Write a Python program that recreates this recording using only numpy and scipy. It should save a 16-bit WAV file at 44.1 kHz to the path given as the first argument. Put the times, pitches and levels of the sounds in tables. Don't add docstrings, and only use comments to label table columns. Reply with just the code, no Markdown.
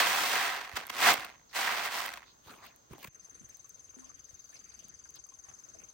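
import sys
import numpy as np
from scipy import signal
from scipy.fft import rfft, irfft, next_fast_len
from scipy.io import wavfile

SR = 44100
rng = np.random.default_rng(int(sys.argv[2]) if len(sys.argv) > 2 else 0)


def store_wav(level_fs):
    pcm = np.round(np.clip(np.atleast_2d(level_fs), -1, 1) * 32767)
    wavfile.write(sys.argv[1], SR, pcm.T.astype(np.int16))


N = 261513
TIME = np.arange(N) / SR
TRAY_GONE_S, HUT_FROM_S = 2.42, 3.09
HUT_FADE_S = 0.057

# (f/Hz, level/dB)
SEED_COLOUR = [(50, -31), (120, -20), (250, -18), (400, -12.5), (700, -2.5), (1100, 1), (2000, 0.5),
               (3000, -4), (5000, -8.5), (7500, -15.5), (10500, -20), (13000, -17), (16000, -19)]
# (f/Hz, likeness, 1 = the same)
CLOSE_LIKENESS = [(60, .8), (300, .55), (1800, .6), (3000, .35), (6000, .15), (9000, .35), (11000, .95),
                  (14000, .85)]


def from_db(db):
    return 10 ** (np.asarray(db) / 20)


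def rms_one(x):
    return x / np.sqrt(np.mean(x ** 2) + 1e-20)


def in_time(rows, t):
    s, *columns = np.transpose(rows)
    return [np.interp(t, s, c) for c in columns]


def at_hz(points, hz):
    table_hz, values = np.array(points).T
    return np.interp(np.log(hz + 1e-9), np.log(table_hz), values)


def pan(left_db):
    return from_db(np.array([[.5], [-.5]]) * left_db)


def placed(x, start_s=0):
    before = np.searchsorted(TIME, start_s)
    return np.pad(x, [(0, 0), (before, N - before - x.shape[1])])


def drift(rate, size=N):
    knots = rng.standard_normal(int(rate * size / SR) + 2)
    return rms_one(np.interp(TIME[:size] * rate, np.arange(len(knots)), knots))


def decay(s, t60, t=TIME):
    return (t >= s) * np.exp(-np.log(1000) * np.clip((t - s) / t60, 0, 10))


def bursts(rows, t):
    return sum(from_db(db) * np.exp(-.5 * ((t - s) / spread) ** 2) for s, db, spread in rows)


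def resonate(x, hz, width_hz):
    r = np.exp(-np.pi * width_hz / SR)
    feed = np.array([1, 0, -1]) * (1 - r * r) / 2
    feedback = [1, -2 * r * np.cos(2 * np.pi * hz / SR), r * r]
    return signal.lfilter(feed, feedback, x + 1e-18)


def band(x, low_hz, high_hz):
    edges = [low_hz, min(high_hz, SR / 2 - 1)]
    return signal.sosfilt(signal.butter(2, edges, "band", fs=SR, output="sos"), x + 1e-18)


def contacts(per_s, spread_db, t):
    chance = np.clip(per_s / SR, 0, 1)
    sizes = rms_one(from_db(spread_db * np.minimum(rng.exponential(1, len(t)), 4)))
    return sizes * (rng.random(len(t)) < chance) / np.sqrt(chance)


def coloured(force, colour, likeness, hiss_db=None, weight_db=None, patchy_db=0, patchy_per_s=50):
    edges = 32 * 2 ** np.arange(0, 9.3, .4)
    centres = np.sqrt(edges[1:] * edges[:-1])
    power = from_db(at_hz(colour, centres)) ** 2 * np.diff(edges)
    bass, treble = centres < 450, centres > 6000
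    middle = power[~bass & ~treble].sum()
    lift_db = 0 if hiss_db is None else hiss_db - 10 * np.log10(power[treble].sum() / middle)
    press_db = 0 if weight_db is None else weight_db - 10 * np.log10(power[bass].sum() / middle)
    size = len(force)
    strengths = force * rng.standard_normal((3, 2, size))
    flutter = rms_one(from_db(patchy_db * np.minimum(drift(patchy_per_s, size=size), 2)))
    out = 0
    for k, hz in enumerate(centres):
        mid, side = strengths[k % len(strengths)]
        alike = at_hz(likeness, hz)
        both = np.sqrt((1 + alike) / 2) * mid + np.sqrt((1 - alike) / 2) * side * [[1], [-1]]
        treble_tilt_db = lift_db * at_hz([(2000, 0), (8000, 1)], hz)
        bass_tilt_db = press_db * at_hz([(330, 1), (800, 0)], hz)
        gain = from_db(at_hz(colour, hz) + treble_tilt_db + bass_tilt_db)
        gain = gain * np.roll(flutter, rng.integers(size))
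        out = out + band(both * gain, edges[k], edges[k + 1])
    return out * np.sqrt(SR / 2 / middle)


def pushes(rows, t):
    rise_db, settle_db = 20, 40
    sag_db_per_s = 7.5
    dulling_db = 11.5
    stall_share = .55
    power = hiss = weight = 1e-14
    for s, rise, hold, settling, db, hiss_db, weight_db in rows:
        age = t - s
        settled = np.clip((age - hold) / settling, 0, 2)
        loss_db = rise_db * np.maximum(-age, 0) / rise + sag_db_per_s * np.clip(age, 0, hold)
        loss_db = loss_db + settle_db * ((1 - stall_share) * settled + stall_share * settled ** 2)
        own = from_db(db - loss_db) ** 2
        power = power + own
        hiss = hiss + own * from_db(hiss_db - dulling_db * settled) ** 2
        weight = weight + own * from_db(weight_db) ** 2
    return 10 * np.log10([power, hiss / power, weight / power])


def open_air():
    # (f/Hz, level/dB)
    yard_colour = [(25, -0.5), (55, 7), (130, 0.5), (260, -2), (500, -2), (1200, -2.5), (2500, -14.5),
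                   (4500, -10), (7500, -15), (11000, -56.5), (16000, -17)]
    # (f/Hz, level/dB)
    hut_colour = [(25, -3), (50, 8), (90, 5), (170, -8.5), (400, 0), (750, -10), (1300, -1), (2200, -9.5),
                  (3500, -15), (4800, -4), (8000, -13), (12000, -18), (16000, -17.5)]
    rustle_colour = [(60, 2), (150, 1), (280, -1), (420, -3), (650, 0), (850, -4.5), (1200, -2.5),
                     (1900, -3.5), (3000, -9), (6000, -35), (9000, -13), (16000, -42)]
    # (f/Hz, likeness, below 0 = opposed)
    far_likeness = [(60, .8), (150, .7), (350, .1), (700, -.35), (2000, -.45), (3500, .1), (9000, .35),
                    (11000, .9), (14000, .85)]
    # (t/s, level/dB, spread/s)
    rustle_swells = [(3.42, -66.5, 0.13), (4.05, -67.5, .14), (4.555, -64, 0.036), (4.8, -66.5, 0.13),
                     (5.17, -66, 0.015), (5.5, -62.5, .035), (5.76, -63, 0.091)]
    rest_db = -73
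    yard, hut = TIME[TIME < HUT_FROM_S], TIME[TIME >= HUT_FROM_S]
    yard_noise = coloured(np.ones_like(yard), yard_colour, far_likeness, patchy_db=-0.5, patchy_per_s=14)
    hut_noise = coloured(np.ones_like(hut), hut_colour, far_likeness, patchy_db=3.0, patchy_per_s=21)
    stir = np.hypot(from_db(rest_db), bursts(rustle_swells, hut))
    stir = stir * np.hypot(contacts(300, spread_db=2.5, t=hut), .6)
    rustle = coloured(stir, rustle_colour, far_likeness, patchy_db=5.5, patchy_per_s=40)
    at_hut = (from_db(-68.0) * hut_noise + from_db(-1.5) * rustle) * pan(-0.85)
    fade_in = np.minimum((hut - HUT_FROM_S) / HUT_FADE_S, 1)
    return np.hstack([from_db(-68.0) * yard_noise, at_hut * fade_in])


def blurred_song(hz, width_hz):
    noise = rng.standard_normal((2, N))
    return rms_one(resonate(resonate(noise, hz, width_hz), hz, width_hz))


def cricket(first_s, period_s, pitch_ratio, t, waver=0.0012):
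    # (t/s into the stroke, f/Hz, level/dB)
    wing_stroke = [(0, 6420, -8), (.002, 6470, -2), (.007, 6370, -3.5), (.011, 6380, -3.5),
                   (.015, 6300, -7), (.018, 6030, -11), (.022, 5880, -37), (.03, 5775, -52)]
    hz, stroke_db = in_time(wing_stroke, (t - first_s) % period_s)
    wavering_hz = hz * pitch_ratio * (1 + waver * drift(400, size=len(t)))
    phase = 2 * np.pi * np.cumsum(wavering_hz) / SR
    uneven_db = .5 * drift(24.97, size=len(t)) + .5 * drift(500, size=len(t))
    return (t > first_s) * from_db(stroke_db + uneven_db) * np.sin(phase)


def insects():
    # (level/dB, left over right/dB)
    near_db, near_left_db = (-46, 8.4)
    far_db, far_left_db = (-60.5, 4.5)
    # (t/s, level/dB, spread/s)
    buzz_tone = (4730, 200)
    buzz_swell = (4.74, -70.5, 0.5)
    # (f/Hz, width/Hz, yard level/dB, hut level/dB)
    hz, width_hz, yard_db, hut_db = (6340, 321, -67, -66)
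    near_rhythm, far_rhythm = (3.0958, .04984), (3.141, .0457)
    growth_db_per_s = .5
    far_joins_s = .5
    t = TIME[TIME >= HUT_FROM_S]
    age = t - HUT_FROM_S
    near_level = np.minimum(age / HUT_FADE_S, 1) * from_db(near_db + growth_db_per_s * age)
    near = near_level * cricket(*near_rhythm, pitch_ratio=0.98, t=t) * pan(near_left_db)
    far_level = np.minimum(age / far_joins_s, 1) * from_db(far_db + 0.72 * drift(9, size=len(t)))
    far = far_level * cricket(*far_rhythm, pitch_ratio=1.082, t=t, waver=0.0064) * pan(far_left_db)
    buzz_level = bursts([buzz_swell], t) * from_db(3.5 * drift(7.1, size=len(t)))
    buzz = buzz_level * blurred_song(*buzz_tone)[:, :len(t)]
    chorus_level = np.where(TIME < HUT_FROM_S, from_db(yard_db), from_db(hut_db) * pan(2))
    return placed(near + far + buzz, t[0]) + blurred_song(hz, width_hz) * chorus_level


def squeaks():
    # (t/s, level/dB, f/Hz, spread/s)
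    faint_squeaks = [(1.334, -94, 4200, 0.035), (1.508, -62, 4450, 0.013), (2.292, -62, 3770, 0.026),
                     (2.656, -59, 3800, 0.021), (4.568, -53.5, 4670, 0.0059), (4.723, -61, 4100, 0.0046),
                     (5.166, -55.5, 4200, .009), (5.169, -61.5, 3080, 0.01)]
    out = 0
    for s, db, hz, spread in faint_squeaks:
        t = TIME[np.abs(TIME - s) < .1]
        hiss = rms_one(band(rng.standard_normal((2, len(t))), hz / 1.12, hz * 1.27))
        out = out + placed(hiss * bursts([(s, db, spread)], t), t[0])
    return out


def knocks(contact_t60=0.077):
    # (t/s, level/dB, f/Hz, t60/s of the resonance)
    wood_knocks = [(3.41, -52, 198, 0.053), (3.645, -58, 1130, .071), (3.967, -50, 258, 0.54),
                   (4.027, -55, 1070, 0.06), (4.096, -53.5, 1195, 0.034), (4.527, -56, 1730, .04),
                   (4.792, -54.5, 2880, .03), (4.845, -59, 199.6, .11), (5.054, -52.5, 1410, 0.023),
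                   (5.261, -59.5, 1196, .049), (5.32, -57, 1065, 0.094), (5.484, -55.5, 1145, 0.066),
                   (5.745, -57.5, 462, .14), (5.748, -56.5, 650, .11)]
    out, t = np.zeros((2, N)), TIME[:SR // 6]
    for s, db, hz, t60 in wood_knocks:
        blow = decay(0, contact_t60, t) * rng.standard_normal((2, len(t)))
        ring = resonate(blow, hz, np.log(1000) / (np.pi * t60))
        clatter = band(blow, hz / 1.6, hz * 1.3)
        wood = ring / np.abs(ring).max() + 0.49 * clatter / np.abs(clatter).max()
        out += placed(from_db(db) * wood, s)
    return out


def ticks(t60=0.009, split_t60=0.002):
    # (t/s, level/dB)
    brittle_snaps = [(0.8677, -30), (1.134, -15), (1.140, -21), (1.2495, -32.5), (2.062, -26.5),
                     (2.1365, -35), (2.665, -42), (2.761, -45), (3.030, -37.5), (3.4907, -46),
                     (3.57, -43.5), (3.6928, -42), (4.7918, -46), (4.884, -43), (5.105, -44), (5.158, -44),
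                     (5.2674, -45.5)]
    snaps = sum(from_db(db) * (0.56 * decay(s, t60) + .82 * decay(s, split_t60))
                for s, db in brittle_snaps)
    crack = snaps * (rng.standard_normal(N) + 0.1 * rng.standard_normal((2, N)))
    bright = from_db(2.0) * band(crack, 8200, 15500)
    middle = from_db(-5.5) * band(crack, 1500, 7000)
    return (bright + middle) * pan(-0.64)


def thuds(push_s=0.0013):
    # (t/s, level/dB, f/Hz, t60/s)
    dull_thuds = [(0.736, -38, 79.3, 0.043), (1.075, -40, 201, 0.1), (1.185, -44.5, 130, 0.031),
                  (2.466, -50, 90, .046), (2.501, -47, 280, 0.031), (2.909, -39, 138, 0.055),
                  (2.912, -44.5, 88, 0.092), (3.08, -42.5, 134, .035), (3.434, -53.5, 108, .1),
                  (4.33, -53.5, 89.5, 0.078)]
    out = 0
    for s, db, hz, t60 in dull_thuds:
        age = TIME - s
        envelope = decay(s, t60) * np.clip(age / push_s, 0, 1)
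        out = out + from_db(db) * envelope * np.sin(2 * np.pi * hz * age)
    return pan(-5.5) * out


def scuffs(grains_per_s=2500):
    # (t/s at full pressure, rise/s, hold/s, settling/s, level/dB,
    # hiss against middle/dB, weight against middle/dB)
    steps = [ (2.48, 0.054, 0.043, 0.21, -50, -8.5, -9.5), (2.642, 0.064, .003, .16, -48.5, -13, -16),
             (2.91, .02, .04, .11, -56, -9.5, -1), (2.99, .03, 0.088, .03, -56.5, -4.5, -9), ]
    # (t/s, level/dB, spread/s)
    crushed_grit = [(2.934, -48.5, 0.0016), (2.982, -50, 0.0009), (3.032, -55, 0.0024),
                    (3.046, -40.5, .0024), (3.074, -51, 0.0019)]
    # (f/Hz, level/dB)
    grit_colour = [(50, -11), (150, 2), (400, 3), (700, -3.5), (1100, 4), (1500, -4.5), (2100, -2),
                   (4000, -4), (7500, -7.5), (11000, -7), (16000, -5.5)]
    t = TIME[(TIME >= TRAY_GONE_S) & (TIME < HUT_FROM_S)]
    level_db, hiss_db, weight_db = pushes(steps, t)
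    grains = np.hypot(contacts(grains_per_s, spread_db=-0.5, t=t), .55)
    force = from_db(level_db - 2.5) * grains + bursts(crushed_grit, t)
    weight_db = np.minimum(weight_db, 3) - 0.5
    grit = coloured(force, grit_colour, CLOSE_LIKENESS, hiss_db, weight_db, patchy_db=5.0, patchy_per_s=64)
    return placed(grit, t[0]) * pan(0.49)


def yard_echo(x, t60=0.33):
    tail = band(rng.standard_normal((2, SR // 2)), 200, 5000) * decay(0.0036, t60, TIME[:SR // 2])
    return signal.fftconvolve(x, tail / np.sqrt(np.sum(tail ** 2) / 2), axes=1)[:, :N]


def from_right(x, body_pan_db=-3.0, husk_pan_db=0.0):
    body = signal.sosfilt(signal.butter(1, 3000, fs=SR, output="sos"), x)
    return body * pan(body_pan_db) + (x - body) * pan(husk_pan_db)


def tray(x):
    # (f/Hz, width/Hz, level/dB)
    weave_rings = [(233, 90, -3), (300, 53, -8.5), (410, 17, -6), (582, 5.7, -6.5), (720, 70, -4),
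                   (758, 35, -5), (980, 33, -4), (1090, 46, -6.5), (1278, 15, -6.5), (1588, 23, -4),
                   (1846, 47, -8.5), (1985, 60, -6), (2090, 60, -4.5), (2570, 40, -8), (3190, 32, -10)]
    return x + sum(from_db(db) * resonate(x, hz, width) for hz, width, db in weave_rings)


def drops(contact_t60=0.015):
    # (t/s, level/dB, snap: treble against middle/dB)
    single_seeds = [(0.612, -25, -13), (0.646, -31, -16), (0.694, -31, -11), (1.14, -15, -4),
                    (1.246, -25, -8.5), (2.059, -23.5, -17), (2.112, -34, -24), (2.138, -27.5, -6),
                    (2.173, -29.5, -10), (2.228, -37, -29.5)]
    t = TIME[TIME < TRAY_GONE_S]
    force = sum(from_db(db) * decay(s, contact_t60, t) for s, db, snap in single_seeds)
    _, snap_db = in_time(single_seeds, t)
    return placed(from_db(-8.5) * coloured(force, SEED_COLOUR, CLOSE_LIKENESS, snap_db))


def seeds(busy_per_s=5500, slap_weight_db=-21, slap_hiss_db=-10):
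    # (t/s at full speed, rise/s, hold/s,
    # settling/s, level/dB, husk hiss against middle/dB, weight on the weave against middle/dB)
    strokes = [ (0.0, .02, 0.0063, 0.17, -22.5, -11, -24), (0.07, .06, .26, 0.18, -29, -9, -20),
               (0.36, 0.11, .09, 0.43, -29.5, -13, -24), (0.785, .14, 0.012, 0.16, -40.5, -14.5, -15),
               (1.03, 0.1, .01, 0.096, -28, -10.5, -15), (1.075, 0.1, 0.031, .07, -19.5, -11.5, -20),
               (1.155, 0.062, .03, 0.26, -38.5, -14, -17.5), (1.557, 0.025, 0.071, .21, -31.5, -10, -22.5),
               (1.665, 0.073, .13, 0.28, -32, -15, -23), (1.857, 0.07, 0.0018, 0.081, -34.5, -9, -22),
               (1.935, 0.069, 0.062, .33, -34.8, -9.5, -22.5), ]
    # (t/s, level/dB, spread/s)
    slaps = [(0.769, -30, 0.0065), (0.9002, -32, 0.0034)]
    t = TIME[TIME < TRAY_GONE_S]
    level_db, hiss_db, weight_db = pushes(strokes, t)
    landing = bursts(slaps, t)
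    level = np.hypot(from_db(level_db), landing)
    share = (landing / level) ** 2
    per_s = 120 + busy_per_s * level / from_db(-30)
    force = level * np.hypot(contacts(per_s, spread_db=1.5, t=t), .35)
    hiss_db = hiss_db + share * (slap_hiss_db - hiss_db) + 3.5
    weight_db = weight_db + share * (slap_weight_db - weight_db)
    heap = coloured(force, SEED_COLOUR, CLOSE_LIKENESS, hiss_db, weight_db, patchy_db=1.0, patchy_per_s=220)
    return placed(from_db(-2.5) * heap)


def scene():
    close = from_right(tray(seeds() + drops())) + scuffs()
    details = thuds() + ticks() + knocks() + squeaks()
    return close + from_db(-26.0) * yard_echo(close) + details + insects() + open_air()


def ports(x):
    # (f/Hz, lead of the left/rad)
    left_lead = [(200, .1), (1000, -.1), (2200, -.4), (3200, .8), (4300, .1), (5300, -.8), (7000, .9),
                 (9000, -1), (10200, -2), (11000, -3), (11800, -3.2), (12500, -3.9), (13600, -2 * np.pi)]
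    size = next_fast_len(N + SR // 10)
    hz = np.arange(size // 2 + 1) * SR / size
    right = irfft(rfft(x[1], size) * np.exp(-1j * at_hz(left_lead, hz)), size)[:N]
    return np.array([x[0], right])


def record(dry):
    heard = signal.sosfilt(signal.butter(4, 42, "high", fs=SR, output="sos"), ports(dry))
    return signal.sosfilt(signal.ellip(12, .1, 80, 16000, fs=SR, output="sos"), heard)


dry = scene()
out = record(dry)
store_wav(out)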